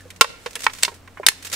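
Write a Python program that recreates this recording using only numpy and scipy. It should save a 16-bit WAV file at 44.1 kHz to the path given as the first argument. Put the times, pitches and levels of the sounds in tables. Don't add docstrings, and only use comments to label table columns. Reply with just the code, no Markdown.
import sys
import numpy as np
from scipy import signal
from scipy.fft import rfft, irfft
from scipy.io import wavfile
from scipy.ndimage import uniform_filter1d

SR = 44100
rng = np.random.default_rng(int(sys.argv[2]) if len(sys.argv) > 2 else 0)


def store_wav(level_fs):
    pcm = np.round(np.clip(np.atleast_2d(level_fs), -1, 1) * 32767)
    wavfile.write(sys.argv[1], SR, pcm.T.astype(np.int16))


N = 68355


def undb(db):
    return 10 ** (np.asarray(db) / 20)


def unit_rms(x):
    return x / np.sqrt(np.mean(x ** 2))


def bin_hz(size):
    return np.maximum(np.fft.rfftfreq(size, 1 / SR), 1)


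def log_curve(hz, points):
    point_hz, values = np.array(points).T
    return np.interp(np.log(hz), np.log(point_hz), values)


def colour(x, gain_db):
    size = x.shape[-1]
    cepstrum = irfft(gain_db * np.log(10) / 20, size)
    cepstrum[1:size // 2] *= 2
    cepstrum[size // 2 + 1:] = 0
    return irfft(rfft(x) * np.exp(rfft(cepstrum)), size)


def whiten(burst, smooth_bins=40):
    power = uniform_filter1d(abs(rfft(burst)) ** 2, smooth_bins)
    return colour(burst, -10 * np.log10(power + 1e-12))


def stereo(pair, correlation):
    mid = pair[0] * np.sqrt((1 + correlation) / 2)
    side = pair[1] * np.sqrt((1 - correlation) / 2)
    return np.array([mid + side, mid - side])


def mix_in(out, start_s, sound):
    first = int(start_s * SR)
    part = sound[:, :N - first]
    out[:, first:first + part.shape[1]] += part


# (frequency [Hz], relative density [dB])
AIR_SPECTRUM = [(20, -2.5), (45, 1), (65, -12), (125, -5.5), (250, -7.5), (450, -9.5), (800, -12.5),
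                (1600, -16), (3200, -23.5), (8000, -37.5), (15000, -35)]

def rumble(level_db=-51):
    noise = stereo(rng.standard_normal((2, N)), correlation=0.67)
    return undb(level_db) * unit_rms(colour(noise, log_curve(bin_hz(N), AIR_SPECTRUM)))


# (frequency [Hz], level [dB])
HUM_HARMONICS = [(89.5, -56), (178, -65), (267, -63)]

def machine_hum(waver_hz=2):
    t = np.arange(N) / SR
    lowpass = np.exp(-(bin_hz(N) / waver_hz) ** 2)
    hum = np.zeros(N)
    for tone_hz, level_db in HUM_HARMONICS:
        swell, drift_rad = (unit_rms(irfft(rfft(x) * lowpass, N)) for x in rng.standard_normal((2, N)))
        amplitude = undb(level_db) * np.sqrt(2) * (1 + swell / 2)
        hum += amplitude * np.sin(2 * np.pi * tone_hz * t + drift_rad)
    return hum


# (centre [Hz], T60 [s], gain [dB])
WALL_TAIL = [(200, 0.54, -44.5), (424, 0.9, -24.5), (1060, 0.53, -34.5), (2200, 0.7, -30),
             (4700, 0.37, -26.5), (10000, 0.31, -30)]

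def yard_reflections(sound, size=24000, slap_db=-15.5, slap_decay_s=0.012, tail_rise_s=0.0064):
    t, hz = np.arange(size) / SR, bin_hz(size)
    tail_spectrum = rfft(stereo(rng.standard_normal((2, size)), correlation=0.24))
    slap = rng.standard_normal((2, size)) * np.exp(-t / slap_decay_s) * (t > 0.003)
    response = undb(slap_db) * unit_rms(slap) / np.sqrt(size)
    log_centres = np.log([row[0] for row in WALL_TAIL])
    for selector, (_, t60_s, gain_db) in zip(np.eye(len(WALL_TAIL)), WALL_TAIL):
        band = irfft(tail_spectrum * np.interp(np.log(hz), log_centres, selector))
        envelope = np.exp(-np.log(1000) * t / t60_s) * np.minimum(t / tail_rise_s, 1)
        response += undb(gain_db) * band * envelope / np.linalg.norm(envelope)
    return signal.fftconvolve(sound, response, axes=1)[:, :N]


MODE_HZ = [355, 455, 620, 740, 1066, 1230, 1400, 1890, 2070, 2345, 2720, 3230, 3700, 4200, 5500, 8000]
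MODE_SHAPES = [(59, -2.5), (78.6, 12.5), (109, 5.5), (128, -2), (112, 6), (114, -9), (110, 1), (87.5, 5),
               (85, 2.5), (88, 6.5), (115, 4.5), (260, 1.5), (173, 11), (250, 6), (356, 3), (720, 3.5)]

def can_resonance_db(hz, pitch_ratio, smooth_hz=700):
    peaks_db = sum(gain_db / (1 + (2 * (hz - centre_hz * pitch_ratio) / width_hz) ** 2)
                   for centre_hz, (width_hz, gain_db) in zip(MODE_HZ, MODE_SHAPES))
    broad_power = uniform_filter1d(undb(peaks_db) ** 2, int(smooth_hz / (hz[2] - hz[1])))
    return peaks_db - 10 * np.log10(broad_power)


# (time [s], level [dB])
SLIDE_LEVELS = [(0, -56), (.3, -59.5), (.48, -48.5), (.58, -49), (.645, -34.5), (.69, -49.5), (.77, -43),
                (.87, -45), (.98, -61.5), (1.3, -57.5), (1.42, -51.5), (1.55, -48)]
# (time [s], level [dB], attack [ms], decay constant [ms])
SCRAPE_SPURTS = [(0.161, -41.5, 1, 7), (0.204, -56, 1, 6), (0.508, -36.5, 1, 5.1), (0.531, -36, 0.89, 3.8),
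                 (0.591, -36, 1.5, 13), (.604, -29.5, 1.5, 6.2), (0.6192, -28, 1, 4.4),
                 (.633, -29, 3.5, 15), (0.641, -24, 0.74, 8), (0.7336, -29.5, 1.7, 5.2),
                 (.749, -36.5, 1, 6), (0.784, -32.5, 3.5, 5.5), (0.805, -42, 0.81, 3.8),
                 (0.8254, -25, 0.88, 23), (0.94, -43.5, 1, 21), (1.4246, -37, 1, 18),
                 (1.448, -29.5, 0.88, 19.6), (1.468, -28, 3, 5.4), (1.499, -33, .5, 6.4),
                 (1.514, -31.5, 4.5, 59), (1.5268, -21, 0.43, 20), (1.537, -22, 1.2, 9.8)]
# (frequency [Hz], relative density [dB])
GRIT_SPECTRUM = [(100, -15), (300, -14.5), (500, -5.5), (800, -8), (1500, -0.5), (2500, 0), (4500, -1),
                 (8000, -1), (12000, -9.5), (16000, -13.5)]

def scrapes(grains_per_s=3500, grain_spread_db=1.5, mode_share=0.3):
    t, hz = np.arange(N) / SR, bin_hz(N)
    power = undb(np.interp(t, *np.array(SLIDE_LEVELS).T)) ** 2
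    for start_s, level_db, attack_ms, decay_ms in SCRAPE_SPURTS:
        age_ms = (t - start_s) * 1000
        attack = np.clip(age_ms / attack_ms, 0, 1)
        decay = np.exp(-np.maximum(age_ms - attack_ms, 0) / decay_ms)
        power += (undb(level_db) * attack * decay) ** 2
    strengths = undb(grain_spread_db * np.minimum(rng.exponential(size=(2, N)), 4))
    signs = np.sign(rng.standard_normal((2, N)))
    hits = rng.random((2, N)) < grains_per_s / SR
    grains = unit_rms(stereo(strengths * signs * hits, correlation=0.3))
    filter_db = log_curve(hz, GRIT_SPECTRUM) + mode_share * can_resonance_db(hz, pitch_ratio=1)
    filter_db -= 10 * np.log10(np.mean(undb(filter_db) ** 2))
    return colour(grains * np.sqrt(power), filter_db)


def shell_ring(t, decay_s, pitch_ratio, hold_s=0.0024, snap=0.21):
    hz = bin_hz(len(t))
    envelope = np.exp(-np.maximum(t - hold_s, 0) / decay_s)
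    ring = rng.standard_normal((2, len(t))) * envelope / np.linalg.norm(envelope)
    ring[0, 0] += snap
    correlation = 0.45 + 0.55 / (1 + (hz / 468) ** 2)
    ring = irfft(stereo(rfft(ring), correlation))
    flat_ring = np.array([whiten(channel) for channel in ring])
    return colour(flat_ring, can_resonance_db(hz, pitch_ratio))


def panel_pop(t, tones_hz, decay_s, stereo_phase_rad=0.22):
    phase_rad = stereo_phase_rad * np.array([[-1], [1]])
    tones = sum(np.cos(2 * np.pi * tone_hz * t + phase_rad) for tone_hz in tones_hz)
    return tones * np.exp(-t / decay_s) * 2 / (decay_s * SR)


BUCKLE_BAND_HZ = [200, 500, 1050, 2200, 4700, 10000]
# (time [s], shell decay constant [ms], mode pitch [ratio], low
# panel tone [Hz], # high panel tone [Hz], panel over shell [dB], gain at each of BUCKLE_BAND_HZ [dB])
BUCKLE_EVENTS = [(.006, 10.6, 0.78, 1723, 1775, 21.7, -4, -55, -17, -17.5, -21, -20.5),
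                 (.054, 5.8, 0.8, 440, 490, 3, -28, -0.5, -27, -32, -37, -47),
                 (0.1038, 6.1, 1, 1865, 2500, 4.3, -29, -30, -14, 1.5, -10, -10.5),
                 (0.21, 4.26, 0.99, 1075, 1372, 15.1, 27, 33, 33.5, 38.5, 35, 27),
                 (0.244, 3.4, 0.99, 424, 1080, 6.7, -28, 17, 19, 13.5, 5, -7),
                 (0.461, 7.8, 0.99, 475, 1724, 3.5, 4, 12.5, 10.5, 8.5, 2, -13),
                 (.555, 2.05, 0.93, 3270, 7800, 8, -7, -2.5, -4, 5, 2, 2),
                 (.561, 6, 1, 476, 1727, 9, -2.5, -0.5, 1.5, 5.5, -8, -5),
                 (0.6659, 1.58, 0.96, 917, 2440, 3.2, -2.5, 6.5, 28.5, 25, 9.5, -8),
                 (0.697, 5.9, 0.9, 1013, 1400, 3.4, -25, -7, 3, 1.5, -7, -41),
                 (0.833, 0.93, 0.99, 4464, 7850, 8.8, -8, 9.5, 18, 20, 22, 16.5),
                 (.8496, 2.9, 0.94, 2130, 2760, 11.5, -38, -9, 7, 7.5, 16.5, -1),
                 (0.88, 6, 1, 405, 940, 12.4, 4.5, 4, 9, 3.5, -3, -20),
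                 (.917, 14, 0.91, 394, 920, 9.4, -19, 3, -8, -12, -25, -31.5),
                 (1.0762, 4.9, 1, 1560, 2000, 3.7, -19, -28.5, -5.5, -7, -21, -31.5),
                 (1.1721, 8.2, 0.79, 1038, 1470, 4, -17, -14, 1.5, 0.5, -29.5, -29),
                 (1.1983, 4.9, 0.88, 405, 594, 15.4, -25, 8.5, -5.5, -34, -26, -27.5),
                 (1.232, 9.8, 0.93, 1024, 2385, 8.6, -3, -4, 6, 3.5, -26, -32),
                 (1.265, 2.27, 0.82, 3677, 5057, 10.4, -7, 18, 19.5, 25.5, 27, 24),
                 (1.2855, 1.4, 0.93, 1786, 4256, 7.5, 3, 9.5, 22, 29.5, 27, 24.5),
                 (1.318, 1.7, 1, 910, 1680, 3.7, -32, -14, -4, -5, -16, -10)]

def buckles(size=4096, bass_db_per_oct=6, treble_db_per_oct=24, panel_decay_ratio=1.37):
    t, hz = np.arange(size) / SR, bin_hz(size)
    octaves_below = np.log2(np.maximum(BUCKLE_BAND_HZ[0] / hz, 1))
    octaves_above = np.log2(np.maximum(hz / BUCKLE_BAND_HZ[-1], 1))
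    rolloff_db = bass_db_per_oct * octaves_below + treble_db_per_oct * octaves_above
    out = np.zeros((2, N))
    for start_s, decay_ms, pitch_ratio, low_hz, high_hz, panel_db, *bands_db in BUCKLE_EVENTS:
        decay_s = decay_ms / 1000
        shell = shell_ring(t, decay_s, pitch_ratio)
        panel = undb(panel_db) * panel_pop(t, (low_hz, high_hz), panel_decay_ratio * decay_s)
        filter_db = np.interp(np.log(hz), np.log(BUCKLE_BAND_HZ), bands_db) - rolloff_db
        mix_in(out, start_s, colour(shell + panel, filter_db))
    return out


def scene(right_over_left_db=2.5):
    pan = undb(np.array([[-0.5], [0.5]]) * right_over_left_db)
    can = (buckles() + scrapes()) * pan
    return can + yard_reflections(can) + rumble() + machine_hum()


def record(dry, threshold_db=-20.5, duck_slope=0.56, lag_s=0.03, cutoff_hz=15600):
    pole = np.exp(-1 / (lag_s * SR))
    level = signal.lfilter([1 - pole], [1, -pole], abs(dry).max(axis=0))
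    gain = np.maximum(level / undb(threshold_db), 1) ** -duck_slope
    clipped = np.clip(dry * gain, -1, 1)
    lowpass = signal.ellip(8, 0.2, 60, cutoff_hz, fs=SR, output="sos")
    return signal.sosfilt(lowpass, clipped)


dry = scene()
out = record(dry)
store_wav(out)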